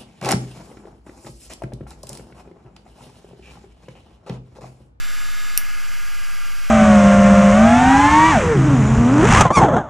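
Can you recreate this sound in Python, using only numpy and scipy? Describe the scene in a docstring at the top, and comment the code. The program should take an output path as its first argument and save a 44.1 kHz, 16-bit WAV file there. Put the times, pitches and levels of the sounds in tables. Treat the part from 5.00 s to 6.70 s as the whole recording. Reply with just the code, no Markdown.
"""Singing ball bearings, hissing platters and a motor's whine: an open old hard drive spins on
a wooden desk, close in front of the microphone. One sharp click, likely the power being cut,
bounces off the desk and a wall and ends the whine. The spindle starts to coast slowly down,
and the bearing tones sink with it. Underneath, air on the microphone makes a low rumble."""
import sys
import numpy as np
from scipy import signal
from scipy.fft import rfft, irfft
from scipy.io import wavfile

SR = 44100
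rng = np.random.default_rng(int(sys.argv[2]) if len(sys.argv) > 2 else 0)


def to_wav(sig):
    """Store sig (one row per channel, or 1-D mono) as 16-bit WAV at the path in sys.argv[1].

    Samples outside -1..1 are clipped; the rate is SR.
    """
    pcm = np.clip(np.atleast_2d(sig), -1, 1) * 32767
    pcm = np.round(pcm).astype(np.int16)
    wavfile.write(sys.argv[1], SR, pcm.T)  # frames by channels


N = 74970
T = np.arange(N) / SR
FREQS = np.fft.rfftfreq(N, 1 / SR)
SPINDLE_HZ, CLICK_S = 60.1, .5756  # turns a second at full speed; moment of the click


def bearings(speed, trim_db=.3):
    """Bearing tones sink with the speed, swelling or fading as they cross the frame's resonances."""
    # Each row: pitch at full speed in Hz, level at full speed and when slowed in dB before the trim.
    bearing_tones = [(205, -69, -78), (240.4, -67, -76), (265, -64, -71), (962, -68, -70), (1134, -59, -76),
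                     (1202, -54, -76), (1238.5, -47.5, -50), (1265.5, -49, -54), (1286, -64, -55),
                     (1442.5, -52, -48), (1472, -52, -63), (1592, -51, -55), (1660, -59, -70),
                     (1681.5, -42.5, -48), (1706, -53, -53), (1868, -56, -68), (2080, -52, -55),
                     (2104, -52, -57), (2122, -56, -66), (2164, -52, -74), (2293, -59, -50),
                     (2889, -67, -56), (2946, -55, -58), (3366, -60, -70), (5238, -62, -59),
                     (5769, -59, -56), (6105, -65, -58), (6298, -61, -63), (7074, -64, -60)]
    slowed = (1 - speed) / (1 - speed[-1])
    travel = np.cumsum(speed) / SR
    return sum(amp(trim_db + full_db + (slow_db - full_db) * slowed) * tone(hz * travel, waver=.18)
               for hz, full_db, slow_db in bearing_tones)


def platters(speed, turns, level_db=-37.5, fade_db=1, laps_per_turn=.379):
    """Rushing air, a rub on each turn and the bearing balls' slower lap, all coloured by the frame."""
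    # Each row: frequency in Hz, share of the power that repeats with each turn.
    rub_shares = [(400, .1), (2000, .08), (5000, .2), (8000, .35), (11500, .55), (15000, .5)]
    # Each row: frequency in Hz, share of the power that repeats with each lap of the balls.
    lap_shares = [(400, .15), (1500, .3), (3000, .25), (6000, .5), (8500, .15), (15000, .1)]
    # The whirr of platters and frame. Each row: frequency in Hz, relative spectral level in dB.
    whirr_spectrum = [(200, -54), (350, -29), (470, -24.5), (560, -19.5), (800, -16.5), (1060, -17.5),
                      (1200, -8.5), (1400, -7), (1650, -8), (1830, -11.5), (2100, -7), (2500, -7.5),
                      (2900, -9), (3300, -14), (3700, -19), (4250, -18), (4800, -11.5), (5300, -17),
                      (6100, -17.5), (6550, -19), (7100, -15.5), (7700, -19.5), (8900, -23), (9800, -20.5),
                      (10600, -23), (11400, -24), (12300, -21.5), (13200, -29), (15000, -35)]
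    # Narrow resonances of frame and head arms. Each row: centre in Hz, width in Hz, lift in dB.
    resonances = [(1383, 35, 3.5), (5540, 85, 5), (5900, 83, 7), (7350, 78, 8.5), (9600, 85, 2.5),
                  (11060, 100, 5.5), (11730, 140, 11.5), (13620, 120, 7)]
    rub_share, lap_share = curve(rub_shares), curve(lap_shares)
    air = colour(rng.standard_normal(N), np.sqrt(np.clip(1 - rub_share - lap_share, 0, 1)))
    rub = colour(rough_surface(turns), np.sqrt(rub_share))
    balls = colour(rough_surface(turns * laps_per_turn, SPINDLE_HZ * laps_per_turn), np.sqrt(lap_share))
    peaks_db = sum(db / (1 + (2 * (FREQS - hz) / width) ** 2) for hz, width, db in resonances)
    whirr = unit(colour(air + rub + balls, amp(curve(whirr_spectrum) + peaks_db)))
    slowed = (1 - speed) / (1 - speed[-1])
    return amp(level_db - fade_db * slowed) * whirr


def motor(turns, buzz_db=-50, grit=2.2, decay_s=.02):
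    """The motor's whine, locked to the spindle, and a gritty buzz both die away at the click."""
    # Each row: harmonic number of the spindle's rate, level in dB.
    harmonics = [(60, -50), (61, -64), (63, -62), (68, -58), (72, -59), (76, -56), (80, -60), (92, -56),
                 (99, -61), (100, -61), (117, -62), (121, -60), (122, -56), (123, -56), (124, -55),
                 (127, -64), (152, -65), (158, -64), (181, -66), (184, -64), (186, -64), (193, -61),
                 (195, -60)]
    # Each row: frequency in Hz, relative spectral level of the buzz in dB.
    buzz_spectrum = [(2500, -25), (3700, 9), (4600, -1.5), (6200, -5), (7400, 4.5), (8200, -10),
                     (11500, -5), (15000, -25)]
    whine = sum(amp(db) * tone(k * turns, waver=.09) for k, db in harmonics)
    roughness = rough_surface(turns) + grit * rng.standard_normal(N)
    buzz = amp(buzz_db) * unit(colour(roughness, amp(curve(buzz_spectrum))))
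    return (whine + buzz) * np.exp(-np.maximum(T - CLICK_S, 0) / decay_s)


def click(gain_db=-2.5, rise_s=.0001, hold_s=.00055, t60_s=.0052):
    """Contacts chatter for an instant, evenly at all pitches, and ring the switch's damped body."""
    # The body of the switch. Each row: frequency in Hz, relative response in dB.
    switch_body = [(100, -29), (600, -22), (950, -40), (1400, -22), (2100, -19.5), (2700, -4.5),
                   (3100, -20.5), (3800, -18), (4300, -8.5), (4950, -15), (5400, -0.5), (5950, -1),
                   (6450, -15), (7100, -6), (7800, -16), (8500, -11.5), (9100, -2), (9900, -1), (10300, -8),
                   (10900, -2), (11800, 0), (12900, 0), (13500, -3), (14150, -12), (14700, -1),
                   (15400, -9.5)]
    age = np.maximum(T - CLICK_S, 0)
    force = np.minimum(age / rise_s, 1) * np.exp(-np.log(1000) * np.maximum(age - hold_s, 0) / t60_s)
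    chatter = rng.standard_normal(N)
    for _ in range(3):  # gather the noise into a burst, then flatten its spectrum
        phase = np.angle(rfft(force * np.sign(chatter)))
        chatter = irfft(np.exp(1j * phase), N)
    body_db = curve(switch_body)
    ring = causal_filter(chatter * (age > 0), body_db) / np.sqrt(np.mean(amp(body_db) ** 2))
    return amp(gain_db) * np.linalg.norm(force) * ring


def room(direct, gap_s=.0023, echo_s=.0195, echo_db=-28):
    """Adds quick reflections from the desk, one echo from a wall and a short, faint room tail."""
    age = np.maximum(T - gap_s, 0)
    response = np.zeros(N)
    for db, t60_s in ((-16, .045), (-14.5, .2)):  # desk, then room
        taps = rng.standard_normal(N) * (age > 0) * np.exp(-np.log(1000) * age / t60_s)
        response += amp(db) * taps / np.linalg.norm(taps)
    response[round(echo_s * SR)] += amp(echo_db)
    return direct + signal.fftconvolve(direct, response)[:N]


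def rumble(turns, draught_db=-45, hum_db=-55):
    """A low draught on the microphone, nearly alike left and right, and the spindle's imbalance hum."""
    # Air on the microphone. Each row: frequency in Hz, relative spectral level in dB.
    draught_spectrum = [(8, -2.5), (17, 5), (30, -3.5), (48, 1.5), (70, -8), (100, -15), (140, -19),
                        (200, -22.5), (270, -20.5), (420, -28.5), (600, -32), (900, -38), (1500, -54.5)]
    # Each row: frequency in Hz, share of the power common to left and right.
    likeness = [(20, 0.95), (70, 0.78), (200, 1), (400, 1), (900, 1)]
    share = curve(likeness)
    centre = colour(rng.standard_normal(N), np.sqrt(share))
    sides = colour(rng.standard_normal((2, N)), np.sqrt(1 - share))
    draught = unit(colour(centre + sides, amp(curve(draught_spectrum))))
    return amp(draught_db) * draught + amp(hum_db) * tone(turns, waver=.21)


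def spindle_speed(drag_per_s=.046, ease_per_s2=.002):
    """Share of full speed: steady until the click, then falling under a drag that slowly eases."""
    coast_s = np.maximum(T - CLICK_S, 0)
    return 1 - drag_per_s * coast_s + ease_per_s2 * coast_s ** 2


def tone(cycles, waver, waver_hz=9.3):
    """A sine of rms 1 whose level and phase wander at random, to a depth set by waver."""
    carrier = np.exp(2j * np.pi * (cycles + rng.random()))
    slow = colour(rng.standard_normal((2, N)), 1 / (1 + (FREQS / waver_hz) ** 4))
    drift = unit(slow[0] + 1j * slow[1])
    return unit((carrier * (1 + waver * drift)).real)


def rough_surface(turns, hz=SPINDLE_HZ):
    """A rough surface that passes once with every turn, hz times a second at full speed."""
    surface = rng.standard_normal(round(SR / hz))
    fine = signal.resample(surface, 8 * len(surface))
    return unit(np.interp(turns % 1, np.arange(len(fine)) / len(fine), fine))


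def amp(db):
    """Decibels to gain."""
    return 10 ** (np.asarray(db) / 20)


def unit(x):
    """Scales to rms 1."""
    return x / np.sqrt(np.mean(abs(x) ** 2) + 1e-20)


def curve(points):
    """Interpolates rows of frequency in Hz and value to every bin, over log frequency."""
    hz, value = np.transpose(points)
    return np.interp(np.log(FREQS + 1), np.log(hz + 1), value)


def colour(x, gain):
    """Filters by a gain for each bin."""
    return irfft(rfft(x) * gain, N)


def causal_filter(x, db):
    """Filters by a level for each bin, at minimum phase so that ringing follows its cause."""
    log_gain = np.log(amp(np.concatenate([db, db[-2:0:-1]])))
    response = np.exp(np.conj(signal.hilbert(log_gain)))
    return colour(x, response[:len(FREQS)])


def scene():
    """The drive close up and straight ahead of the microphone, over a low rumble."""
    speed = spindle_speed()
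    turns = SPINDLE_HZ * np.cumsum(speed) / SR
    return bearings(speed) + platters(speed, turns) + motor(turns) + room(click()) + rumble(turns)


def record(dry):
    """The microphone input has a steady offset and the click just overloads it; a low-pass follows."""
    offset = .096 * np.array([[1], [-1]])  # share of full scale, opposite left and right
    clipped = np.clip(dry + offset, -1, 1) - offset
    lowpass = signal.firwin(511, cutoff=15400, window=("kaiser", 9), fs=SR)
    return offset + signal.oaconvolve(clipped, lowpass[None], "same")


dry = scene()
out = record(dry)
to_wav(out)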